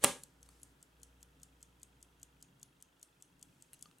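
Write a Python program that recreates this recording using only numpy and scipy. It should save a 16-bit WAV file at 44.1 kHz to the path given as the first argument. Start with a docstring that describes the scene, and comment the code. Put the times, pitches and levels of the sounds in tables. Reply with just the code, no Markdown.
"""A small mechanical desk clock, turned in the hands close to the microphone in a quiet room.
Over a low hum and room noise, a loud double snap comes first and rings in the room. Then the escapement
beats five times a second, tick and tock, each beat three contacts that ring the metal case. Fingers rub
and click on the case, and a very faint high flutter joins at about one second. Past halfway the hum
drops away; near the end a loose part clinks as the clock is turned over."""
import sys
import numpy as np
from scipy import signal
from scipy.fft import rfft, irfft, next_fast_len
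from scipy.io import wavfile
from scipy.ndimage import map_coordinates

SR = 44100
rng = np.random.default_rng(int(sys.argv[2]) if len(sys.argv) > 2 else 0)


def output_pcm(signal):
    """Save a mono or channel-first signal as 16-bit PCM at the path in sys.argv[1].

    Samples are clipped to [-1, 1] before scaling.
    """
    pcm = np.clip(np.atleast_2d(signal).T, -1, 1) * 32767
    wavfile.write(sys.argv[1], SR, np.round(pcm).astype(np.int16))


N = 176400


def amp(db):
    """Decibels to gain."""
    return 10 ** (np.asarray(db) / 20)


def unit(x):
    """Scale to rms 1."""
    return x / np.sqrt(np.mean(x ** 2) + 1e-20)


def fade(t, t60):
    """Exponential decay, 60 dB down after t60 seconds."""
    return np.exp(-np.log(1000) * t / t60)


def along(points, hz):
    """Read (Hz, value) points on a log frequency axis."""
    freqs, values = np.transpose(points)
    return np.interp(np.log(hz + 1), np.log(freqs + 1), values)


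def level(points):
    """Turn (seconds, dB) points into a gain per sample."""
    return amp(np.interp(np.arange(N) / SR, *np.transpose(points)))


def wobble(rate):
    """A smooth random curve, rate knots a second."""
    knots = rng.standard_normal(int(N * rate / SR) + 4)
    return map_coordinates(knots, [np.arange(N) * rate / SR])


def add(track, start, sound):
    """Mix a sound in at start seconds."""
    part = track[max(round(start * SR), 0):][:len(sound)]
    part += sound[:len(part)]


def colour(x, spectrum):
    """Filter by (Hz, dB) points."""
    n = x.shape[-1]
    return irfft(rfft(x) * amp(along(spectrum, np.fft.rfftfreq(n, 1 / SR))), n)


def spread(pair, width):
    """Two unrelated signals, as mid and side, make left and right."""
    side = colour(pair[1], width)
    return np.array([pair[0] + side, pair[0] - side])


def noise(spectrum, width):
    """Coloured stereo noise of rms 1."""
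    return unit(spread(colour(rng.standard_normal((2, N)), spectrum), width))


def burst(spectrum, t60, low_cut_hz=140):
    """A coloured crack without deep bass that starts near rms 1 and dies away."""
    envelope = fade(np.arange(SR // 10) / SR, t60)
    crack = envelope * colour(rng.standard_normal(len(envelope)), spectrum)
    low_cut = signal.butter(2, low_cut_hz, "high", fs=SR, output="sos")
    return unit(signal.sosfilt(low_cut, crack)) * np.sqrt(np.mean(envelope ** 2))


def ring(hz, db, t60, size=SR // 10, scatter_db=2):
    """Struck modes that start near rms 1, their balance a little different at every blow."""
    t = np.arange(size) / SR
    gain = amp(db + scatter_db * rng.standard_normal(len(hz)))
    phase = rng.random((len(hz), 1))
    waves = np.sin(2 * np.pi * (hz[:, None] * t + phase)) * fade(t, t60[:, None])
    return gain / np.linalg.norm(gain) @ waves * np.sqrt(2)


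# The room's hum, rumble and hiss. Each row: frequency in Hz, relative level in dB.
HUM_PARTIALS = [(59.3, -1.5), (89, -17.5), (118.6, -14), (178, -13.5), (268, -12), (473, -17)]
RUMBLE_SPECTRUM = [(20, -15), (35, -13.5), (55, -4), (80, -9), (135, 3), (180, 0), (220, -9.5), (275, 0),
                   (340, -11.5), (450, -16), (800, -47.5)]
HISS_SPECTRUM = [(180, -31), (300, -4), (656, -11), (961, -9), (1100, -14), (1340, -10), (2250, -18),
                 (3240, -16), (4370, -22), (12900, -25.5), (16000, -29)]
# How each rises and falls at the microphone. Each row: time in seconds, level in dB.
HUM_LEVEL = [(0, -69), (.3, -73.5), (.45, -64.5), (.68, -69), (.85, -82), (1.0, -65.5), (1.7, -70),
             (2.4, -71.5), (2.53, -80.5), (4, -86)]
RUMBLE_LEVEL = [(0, -72.5), (2.3, -73.5), (2.8, -73.5), (3.25, -76), (3.45, -69.5), (3.65, -76),
                (3.83, -69), (4, -73.5)]
HISS_LEVEL = [(0, -72.5), (.8, -72), (1.1, -72.5), (2.4, -73), (2.7, -74), (4, -73.5)]
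# Stereo width of rumble and hiss. Each row: frequency in Hz, side over mid in dB.
ROOM_TONE_WIDTH = [(60, -21.5), (150, -19.5), (400, -6.5), (950, -0.5), (2400, 0), (6000, -6),
                   (12000, -13.5)]


def room_tone(hum_drift_s=0.00055, rumble_waver_db=1.47):
    """The quiet room behind the clock: a wavering low hum that drops away, over rumble and hiss."""
    t = np.arange(N) / SR
    hum = np.zeros(N)
    for hz, db in HUM_PARTIALS:
        hum += amp(db) * np.sqrt(2) * np.sin(2 * np.pi * hz * (t + hum_drift_s * wobble(rate=4)))
    waver = amp(rumble_waver_db * wobble(rate=6.2))
    rumble = level(RUMBLE_LEVEL) * waver * noise(RUMBLE_SPECTRUM, ROOM_TONE_WIDTH)
    hiss = level(HISS_LEVEL) * noise(HISS_SPECTRUM, ROOM_TONE_WIDTH)
    return level(HUM_LEVEL) * hum + rumble + hiss


# The pips of one flutter cycle. Each row: delay in seconds, pitch in Hz, level in dB.
FLUTTER_PIPS = [(.007, 3280, -72.5), (.006, 2680, -72), (.030, 1400, -110.5)]


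def flutter(span_s=(.92, 3.96), period_s=.04, detune=0.037, scatter_db=0.5):
    """Very faint high pips in a fast, even cycle, centred behind the clock."""
    out, t = np.zeros(N), np.arange(SR // 10) / SR
    for start in np.arange(*span_s, period_s):
        for delay, hz, db in FLUTTER_PIPS:
            pitch = hz * (1 + detune * rng.standard_normal())
            gain = amp(db + scatter_db * rng.standard_normal())
            add(out, start + delay, gain * np.sin(2 * np.pi * pitch * t) * fade(t, t60=0.035))
    return out


# Sound scattered into the room. Each row: frequency in Hz, gain in dB.
SCATTER_SPECTRUM = [(500, -17), (3000, -7), (4800, -5.5), (6500, 4), (8000, 5.5), (9500, 4.5), (11000, 1),
                    (13000, -10.5), (16000, -15.5)]
# How long the room rings. Each row: frequency in Hz, t60 in seconds.
ROOM_DECAY = [(200, 0.22), (3000, 0.304), (8500, 0.24), (12000, .2), (16000, 0.07)]
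# Stereo width of echoes, rubbing and the swell. Each row: frequency in Hz, side over mid in dB.
DIFFUSE_WIDTH = [(60, -24), (150, -20.5), (400, -7.5), (1000, -9), (2400, -6.5), (6000, -7.5),
                 (12000, -17.5)]


def room_reverb(clock, positions=20):
    """The room returns the clock's clicks as a diffuse tail that changes as the clock moves."""
    out = np.zeros((2, N))
    # Multiplying by noise keeps the clicks' timing and smears away their pitch.
    scattered = colour(clock * rng.standard_normal(N), SCATTER_SPECTRUM)
    for piece in np.array_split(np.arange(N), positions):
        hz, t, bands = signal.stft(rng.standard_normal((2, SR // 2)), SR, nperseg=256)
        _, tails = signal.istft(bands * fade(t, along(ROOM_DECAY, hz)[:, None]), SR)
        for channel, response in zip(out, spread(tails, DIFFUSE_WIDTH)):
            echo = signal.fftconvolve(scattered[piece], response / np.linalg.norm(response))
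            add(channel, piece[0] / SR, echo)
    return out


# Skin sliding on the case. Each row: time in seconds, level in dB.
RUB_LEVEL = [(0, -76.5), (.3, -80), (.38, -83), (.44, -86), (.462, -67), (.48, -80), (.51, -71),
             (.6, -75.5), (.7, -77.5), (.76, -84), (3.4, -84.5), (3.5, -78.5), (3.7, -78.5), (3.76, -77),
             (4, -82)]
# The colour of that friction. Each row: frequency in Hz, relative level in dB.
RUB_SPECTRUM = [(300, -8), (1200, -4.5), (4000, -3.5), (9000, -0.5), (12000, -7), (16000, -18.5)]


def finger_rub():
    """Skin rubs on metal close to the microphone: a soft hiss that swells and sinks."""
    return level(RUB_LEVEL) * noise(RUB_SPECTRUM, DIFFUSE_WIDTH)


# Touches on the case. Each row: start in seconds, then levels of click, thud and rim ring in dB.
TOUCHES = [(.4895, -51, -60, -61.5), (3.8575, -75, -59.5, -55), (3.9130, -68, -57.5, -84)]
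# Bright click and low thud of a touch or a snap. Each row: frequency in Hz, relative level in dB.
CLICK_SPECTRUM = [(1000, -26), (4500, -16), (6500, -8.5), (8700, 5), (10500, -5), (12500, -13.5),
                  (16000, -29.5)]
THUD_SPECTRUM = [(30, -20), (90, -7.5), (150, -5.5), (230, 1.5), (310, -5), (400, -1), (550, 0), (680, -11),
                 (800, -4), (1000, -7), (1250, 1), (1550, -8), (2300, -11), (3400, -5.5), (4500, -18),
                 (9000, -29)]
# Modes of the rim. Each row: frequency in Hz, relative level in dB, t60 in seconds.
RIM_MODES = [(1210, 1.5, 0.066), (3200, 0.5, 0.016), (4450, 8.5, .022), (7251, -18, .05)]


def finger_clicks(t60=0.01):
    """Fingers knock lightly on the case and ring its rim as the grip changes."""
    out = np.zeros(N)
    for start, click_db, thud_db, rim_db in TOUCHES:
        click = amp(click_db) * burst(CLICK_SPECTRUM, t60)
        thud = amp(thud_db) * burst(THUD_SPECTRUM, t60)
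        rim = amp(rim_db) * ring(*np.transpose(RIM_MODES))
        add(out, start, click + thud + rim)
    return out


# Clinks of a loose metal part. Each row: start in seconds, level in dB.
CLINKS = [(3.7324, -42), (3.7388, -48.5), (3.7427, -53), (3.7452, -54), (3.9850, -56.5)]
# Its modes. Each row: frequency in Hz, relative level in dB, t60 in seconds.
LOOSE_PART_MODES = [(2800, -9.5, 0.019), (4050, -14.5, 0.025), (8170, -2, 0.012), (9200, -4, 0.01),
                    (10160, -1, 0.0085), (11100, -1, 0.0065), (12600, -4.5, 0.0066)]
# Its rough contact. Each row: frequency in Hz, relative level in dB.
GRATE_SPECTRUM = [(500, -11.5), (2700, 3), (6000, -8), (10000, 0.5), (16000, -18)]


def rattle(grate_db=-16):
    """A loose part rings and grates as the clock is turned over at the microphone."""
    out = np.zeros(N)
    for start, db in CLINKS:
        clink = ring(*np.transpose(LOOSE_PART_MODES))
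        grate = amp(grate_db) * burst(GRATE_SPECTRUM, t60=0.015)
        add(out, start, amp(db) * (clink + grate))
    return out


# Blows of the opening snap. Each row: start in seconds, click level in dB, thud level in dB.
SNAP_BLOWS = [(0.0398, -14.5, -20), (0.0443, -8.5, -25.5), (0.0453, -20.5, -17), (0.049, -30.5, -22.5)]
# The hollow ring under them. Each row: frequency in Hz, relative level in dB, t60 in seconds.
HOLLOW_MODES = [(131, -16, 0.53), (208, -8.5, .25), (255, -3.5, .29), (402, -7, .27), (471, -5, 0.12),
                (538, -2.5, .22), (567, -3.5, .27), (790, -0.5, .24), (907, -6, .21), (987, -11.5, .28),
                (1188, -3, .21), (1204, -3, .2), (1647, -8.5, 0.35), (2256, -12, .22), (3556, -7.5, 0.08)]
# Colour of the swell and of the room's answer. Each row: frequency in Hz, relative level in dB.
SWELL_ECHO_SPECTRUM = [(30, -31.5), (130, -10), (260, -10), (560, -5), (670, -21), (800, -10.5),
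                       (1200, -10.5), (1500, -15.5), (2000, -14.5), (3300, -12), (4800, -19), (7000, -13.5),
                       (9450, -11.5), (12000, -24), (14500, -34), (16000, -54.5)]


def snap(side_db=-13.5, pan_db=0.1, hollow_db=-31):
    """A brief rising hiss swells into a cluster of hard blows; a hollow ring and the room carry on."""
    swell_db, rise_db_per_s = -34.5, 1098.5
    echo_db, hold_s, sag_db_per_s = -34, .045, 68
    mid, side = np.zeros((2, N))
    for start, click_db, thud_db in SNAP_BLOWS:
        for track, db in ((mid, 0), (side, side_db)):
            click = amp(db + click_db) * burst(CLICK_SPECTRUM, t60=.007)
            thud = amp(db + thud_db) * burst(THUD_SPECTRUM, t60=.012)
            add(track, start, click + thud)
    onset = SNAP_BLOWS[0][0]
    add(mid, onset, amp(hollow_db) * ring(*np.transpose(HOLLOW_MODES), size=SR // 2))
    direct = np.array([mid + side, mid - side]) * amp([[pan_db], [-pan_db]])
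    age = np.arange(N) / SR - onset
    swell = (age < 0) * amp(swell_db - rise_db_per_s * np.abs(age))
    # The echo holds almost level for a moment, then dies away.
    echo = (age >= 0) * amp(echo_db - sag_db_per_s * np.clip(age, 0, hold_s))
    echo *= fade(np.maximum(age - hold_s, 0), t60=0.28)
    return direct + (swell + echo) * noise(SWELL_ECHO_SPECTRUM, DIFFUSE_WIDTH)


# Ticks and tocks in turn. Each row: start in seconds, relative level in dB, lift of the high ring in dB.
BEATS = [(.2349, -39, 11), (.4297, -45.5, 15.5), (.6313, -42, 25.5), (.8279, -44.5, 5.5), (1.0318, -42, 4),
         (1.2292, -43, -0.5), (1.4319, -41, -0.5), (1.6283, -41.5, -4), (1.8311, -40.5, 0),
         (2.0277, -42, -6.5), (2.2302, -40, -3), (2.4261, -42, -1), (2.6295, -40, -4.5),
         (2.8250, -41, -1.5), (3.0285, -41, -0.5), (3.2240, -43.5, -0.5), (3.4269, -38.5, -1.5),
         (3.6236, -45, -5.5), (3.8250, -35.5, 8)]
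# The contacts of one beat: unlocking, impulse, drop. Each row: lead on a tick and on a tock in seconds,
# relative level in dB, further lift of the high ring in dB.
CONTACTS = [(0.033, 0.022, -21.5, 5), (.0147, .0132, -18.5, -7), (0, 0.00067, 0, 0)]
# Modes of the metal case. Each row: frequency in Hz, relative level on a tick and on a tock in dB,
# t60 in seconds.
CASE_MODES = [(3062, -23.5, -24.5, 0.062), (3414, -21.5, -24, 0.049), (4300, -15.5, -25.5, .021),
              (4782, -13.5, -20, .02), (5677, -22, -21, 0.0093), (6380, 0, 0.5, 0.0065),
              (6833, 4.5, -5.5, 0.0099), (7650, 0.5, 5.5, 0.0056), (8010, 3.5, 2, 0.012),
              (8840, -8.5, -11.5, 0.012), (9070, -6, -28, .014), (10470, -11, -27, 0.014),
              (10990, -10, -16, 0.015), (12900, -11.5, -5, 0.0083)]
# The dry crack of a contact. Each row: frequency in Hz, relative level in dB.
CRACK_SPECTRUM = [(1500, -29), (2800, -19), (4300, -8), (7500, 0), (10500, -5.5), (13300, -8.5),
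                  (15000, -27), (16000, -25.5)]


def escapement(gain_db=1, crack_db=-2, attack_s=0.00063, detune=0.007):
    """Close up, a beat is two light contacts and a hard drop; the two pallets ring the case differently."""
    high_ring_hz, high_width_hz = 10670, 950
    out, t = np.zeros(N), np.arange(SR // 10) / SR
    hz, tick_db, tock_db, t60 = np.transpose(CASE_MODES)
    high_ring = np.exp(-((hz - high_ring_hz) / high_width_hz) ** 2)
    attack = 1 - np.exp(-t / attack_s)
    for beat, (start, beat_db, lift_db) in enumerate(BEATS):
        pallet = beat % 2
        modes_db = (tick_db, tock_db)[pallet] + lift_db * high_ring
        for *leads, contact_db, contact_lift_db in CONTACTS:
            pitches = hz * (1 + detune * rng.standard_normal(len(hz)))
            case = ring(pitches, modes_db + contact_lift_db * high_ring, t60)
            crack = amp(crack_db) * burst(CRACK_SPECTRUM, t60=.011)
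            gain = amp(gain_db + beat_db + contact_db)
            add(out, start - leads[pallet], gain * (case + crack) * attack)
    return out


def scene(pan_db=1.26, reverb_db=-12):
    """The clock close to the microphone and a little left, with the snap and the quiet room around it."""
    clock = escapement() + finger_clicks() + rattle()
    near = clock * amp([[pan_db], [-pan_db]]) + finger_rub()
    return near + amp(reverb_db) * room_reverb(clock) + snap() + flutter() + room_tone()


def record(dry, top_hz=16200):
    """The recorder keeps nothing above its band limit."""
    size = next_fast_len(N + SR // 2)
    passband = np.fft.rfftfreq(size, 1 / SR) < top_hz
    return irfft(rfft(dry, size) * passband, size)[:, :N]


dry = scene()
out = record(dry)
output_pcm(out)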